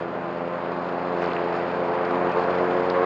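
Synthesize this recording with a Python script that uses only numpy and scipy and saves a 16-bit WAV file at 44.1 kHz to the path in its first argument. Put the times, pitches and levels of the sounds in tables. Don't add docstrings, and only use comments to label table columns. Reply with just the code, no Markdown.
import sys
import numpy as np
from scipy import signal
from scipy.fft import rfft, irfft
from scipy.io import wavfile
from scipy.ndimage import uniform_filter1d

SR = 44100
rng = np.random.default_rng(int(sys.argv[2]) if len(sys.argv) > 2 else 0)


def master_out(mix):
    frames = np.transpose(np.atleast_2d(mix))
    ceiling = np.clip(frames, -1, 1)
    pcm = np.round(ceiling * 32767).astype(np.int16)
    wavfile.write(sys.argv[1], SR, pcm)


def invert_db(x):
    u = np.asarray(x, float) / 20
    return 10 ** u


N = 134505
T = np.arange(N) / SR

# start_s, blade_pass_hz, level_db, nearness_brightening_db, thump_db
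APPROACH = [(0.0, 85.3, -24, -3.5, -2), (0.05, 85.42, -27, -2, -1), (1.08, 88.18, -25, -1, -0.5),
            (1.27, 87.07, -20.5, -3, -2), (1.47, 86.62, -23.5, -0.5, -1.5), (1.83, 88.64, -24, 0, 0.5),
            (1.86, 86.24, -23.5, -0.5, -4.5), (1.89, 86.57, -25, 1.5, 1.5), (1.95, 87.9, -25.5, 2.5, -2.5),
            (2.12, 88.23, -24.5, 2.5, 1), (2.295, 88.33, -24.5, 2.5, 2.5), (2.325, 88.3, -23.5, 2, -4),
            (2.37, 88.53, -24, 2.5, 1), (2.6, 89.4, -24, 2.5, 1.8), (2.82, 90.2, -24.5, 2, 2.5),
            (3.02, 90.2, -25.5, 4.5, 4), (3.05, 90.5, -20.5, -0.5, -1.5)]
# multiple_of_blade_pass, level_db, extra_while_far_db (ground echo shifts the colour)
BLADE_HARMONICS = [(1, -19, -1.1), (2, -7, 2.4), (3, -7, 1.2), (4, -1.5, -1.5), (5, 1, -4.5), (6, -1, -1.1),
                   (7, -10, 7.5), (8, -9.5, 2.5), (9, -15, -3.5), (10, -12.5, -5.5), (11, -14, -0.5),
                   (12, -14.5, 5), (13, -16.5, -4.5), (14, -24, -0.8), (15, -28.5, -1.5)]
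# start_s, cycle_hz, exhaust_db
ENGINE_RUN = [
    (0.0, 24.82, -41),
    (0.1, 24.72, -39),
    (1.0, 25.72, -40),
    (1.13, 25.63, -39.5),
    (1.21, 25.18, -42.5),
    (1.41, 25.23, -40.5),
    (2.12, 25.64, -35),
    (2.67, 26.15, -37.5),
    (3.05, 25.92, -36.5),
]
# multiple_of_cycle, level_db
EXHAUST_HARMONICS = [(2, -46), (3, -37.5), (5, -18.5), (6, -20), (8, -12.5), (9, -20), (10, -18), (11, -22),
                     (12, -22), (14, -15), (16, -24)]
# frequency_hz, density_db (per hz)
ROAR_COLOUR = [(50, -45), (110, -24), (200, -13.5), (400, 0), (650, 3), (1100, -0.5), (1600, -7),
               (3100, -23)]
# frequency_hz, density_db (per hz)
HISS_COLOUR = [(1470, -23), (2400, -1), (3000, -3.5), (3680, -9), (4390, -10), (4960, -14), (5940, -28),
               (6840, -24), (9580, -56), (12500, -84), (21100, -120)]
# low_hz, high_hz, level_db, share_of_time_at_start, share_at_end
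PARTED_BANDS = [(3050, 4150, -3, .97, .97), (4150, 4650, -3, .1, .3), (4700, 5500, -3, .02, .25),
                (5600, 6300, -3, .05, .75)]
# start_s, body_db, body_hz, tip_db
STALK_SNAPS = [(0.8074, -58, 4456, -81), (1.1974, -49, 5000, -78.5), (1.2059, -54, 5500, -65),
               (1.2166, -47, 5500, -71.5), (1.227, -44, 5500, -63), (1.2298, -44, 5200, -62.5),
               (1.2417, -36, 4700, -65), (1.248, -36, 4300, -78), (1.253, -47, 4500, -64),
               (1.261, -33, 4350, -66), (1.275, -43, 4400, -75), (1.3345, -30.5, 3800, -61),
               (1.3347, -47, 6000, -75), (1.449, -52, 4400, -76), (1.507, -51.5, 4400, -75),
               (1.528, -41, 4494, -77), (1.5414, -39, 4200, -76), (1.599, -50, 4400, -74),
               (2.034, -51, 4509, -74), (2.052, -36, 4300, -77.5), (2.11, -38, 4400, -70),
               (2.2087, -46, 3797, -63.5), (2.3198, -40, 4838, -62.5), (2.34, -46, 4000, -57.5),
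               (2.3995, -36, 4400, -66), (2.4215, -50, 4600, -72), (2.465, -48, 4600, -66),
               (2.632, -50, 4217, -59), (2.8342, -47, 4500, -67), (2.901, -24, 4170, -68),
               (2.9032, -29, 4340, -67), (3.0355, -52, 4400, -71)]
# start_s, peak_db, pitch_hz
DECK_KNOCKS = [
    (1.229, -19, 1700),
    (1.241, -21.5, 1900),
    (1.253, -29, 2200),
    (1.319, -26, 2700),
    (1.3663, -19, 2293),
    (1.3673, -23.5, 1900),
    (1.372, -22.5, 1500),
    (1.53, -35, 2600),
]


def level(x, db):
    return x * invert_db(db) / np.sqrt(np.mean(x ** 2))


def curve(table, column):
    points = np.array(table)
    return np.interp(T, points[:, 0], points[:, column])


def walk(rate_hz):
    hold = int(SR / rate_hz)
    steps = np.repeat(rng.standard_normal(N // hold + 1), hold)
    return 1.3 * uniform_filter1d(uniform_filter1d(steps, hold), hold)[:N]


def blades(turns):
    turns = turns + 0.007 * walk(60)
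    far_until_s, far_fade_s = 1.2, 0.15
    far = 1 / (1 + np.exp((T - far_until_s) / far_fade_s))
    bite = 1.3 * walk(90)
    lead_turns, spread_turns = 0.14, 0.0058
    tone = 0
    for k, db, far_db in BLADE_HARMONICS:
        sway_db = (0.6 + 0.3 * k) * walk(18)
        bite_db = bite * np.clip((k - 2) / 3, 0, 1)
        drift = (0.025 + 0.0013 * k * k) * walk(5)
        phase = k * turns + lead_turns - spread_turns * (k - 4) ** 2 + drift
        tone = tone + invert_db(db + far_db * far + bite_db + sway_db) * np.cos(2 * np.pi * phase)
    return level(tone, -3.5) * invert_db(curve(APPROACH, 4))


def engine():
    cycle = np.cumsum(curve(ENGINE_RUN, 1)) / SR
    hum = 0
    for k, db in EXHAUST_HARMONICS:
        phase = k * (cycle + 0.0077 * walk(8.3)) + rng.random()
        hum = hum + invert_db(db + 1.3 * walk(7.1)) * np.sin(2 * np.pi * phase)
    return invert_db(8.5 + curve(ENGINE_RUN, 2)) * hum


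def shape(table, hz):
    f, db = np.array(table, float).T
    table_octaves = np.log2(f)
    octaves = np.log2(np.maximum(hz, 1))
    below = np.maximum(table_octaves[0] - octaves, 0)
    above = np.maximum(octaves - table_octaves[-1], 0)
    return np.interp(octaves, table_octaves, db) - 24 * (below + above)


def noise(table, flicker_db, rate_hz):
    hz = np.fft.rfftfreq(N, 1 / SR)
    spectrum = rfft(rng.standard_normal(N)) * invert_db(shape(table, hz))
    place = 3 * np.log2(np.maximum(hz, 1) / 40)
    first = int(3 * np.log2(table[0][0] / 40)) - 2
    out = 0
    for band in range(first, first + 21):
        overlap = np.maximum(1 - abs(place - band), 0)
        out = out + irfft(spectrum * overlap, N) * invert_db(flicker_db * walk(rate_hz))
    return out


def parted(x):
    out = 0
    for low_hz, high_hz, db, start, end in PARTED_BANDS:
        chance = np.argsort(np.argsort(walk(30))) / N
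        is_open = chance < start + (end - start) * T / T[-1]
        gate = uniform_filter1d(1.0 * is_open, 400)
        band = signal.ellip(5, 0.5, 60, [low_hz, high_hz], "band", fs=SR, output="sos")
        out = out + invert_db(db) * gate * signal.sosfilt(band, x)
    return invert_db(-0.5) * out


def deck(turns):
    puff_db = np.cos(2 * np.pi * (turns - 0.1))
    tuft_s, tuft_width_s = 1.235, 0.033
    tuft_db = 2.2 * np.exp(-((T - tuft_s) / tuft_width_s) ** 2)
    roar = level(noise(ROAR_COLOUR, 0.99, 17), -4) * invert_db(puff_db)
    rise_db = 1.5 * (T - 2.5)
    grit = invert_db(puff_db + 1.4 * walk(140) + rise_db + tuft_db)
    hiss = level(noise(HISS_COLOUR, 1.0, 18), -24) * grit
    apart = level(noise(HISS_COLOUR, 1.0, 18), -24) * grit
    return roar, hiss, parted(apart)


def near(x):
    low = signal.sosfiltfilt(signal.butter(2, 334, fs=SR, output="sos"), x)
    return low + (x - low) * invert_db(curve(APPROACH, 3))


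def microphone():
    capsule = signal.ellip(8, 0.5, 60, 9730, fs=SR, output="sos")
    return level(signal.sosfilt(capsule, rng.standard_normal(N)), -88)


def wavelets(times, dbs, hzs, width_s):
    out = np.zeros(N + 512)
    u = (np.arange(512) - 128) / SR
    envelope = np.exp(-(u / np.where(u < 0, width_s, 1.5 * width_s)) ** 2 / 2)
    for s, db, hz in zip(times, dbs, hzs):
        at = int(s * SR) - 140
        out[at:at + len(u)] += invert_db(db) * envelope * np.sin(2 * np.pi * (hz * u + rng.random()))
    return out[:N]


def snaps():
    s, body_db, body_hz, tip_db = np.array(STALK_SNAPS).T
    body = wavelets(s, body_db, body_hz, 0.00016)
    tip = wavelets(s, tip_db + 8, np.full(len(s), 7300), 0.00008)
    return body + tip


def knocks():
    s, peak_db, pitch_hz = np.array(DECK_KNOCKS).T
    return wavelets(s, peak_db, pitch_hz, 0.00023)


def scene():
    turns = np.cumsum(curve(APPROACH, 1)) / SR
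    gain = invert_db(curve(APPROACH, 2))
    roar, hiss, apart = deck(turns)
    mower = gain * (near(blades(turns) + roar) + hiss) + engine()
    mid = mower + snaps() + knocks() + microphone()
    side = gain * apart + invert_db(-12) * snaps() + invert_db(-13) * microphone()
    edges = np.minimum(np.minimum(T + 0.0002, T[-1] - T + 0.0004) / 0.004, 1)
    return edges * (mid + side * np.array([[1], [-1]]))


def top_cut(x):
    return signal.sosfilt(signal.butter(12, 12500, fs=SR, output="sos"), x)


def record(dry):
    mix = signal.sosfilt(signal.butter(4, 10400, fs=SR, output="sos"), dry)
    return top_cut(mix)


dry = scene()
out = record(dry)
master_out(out)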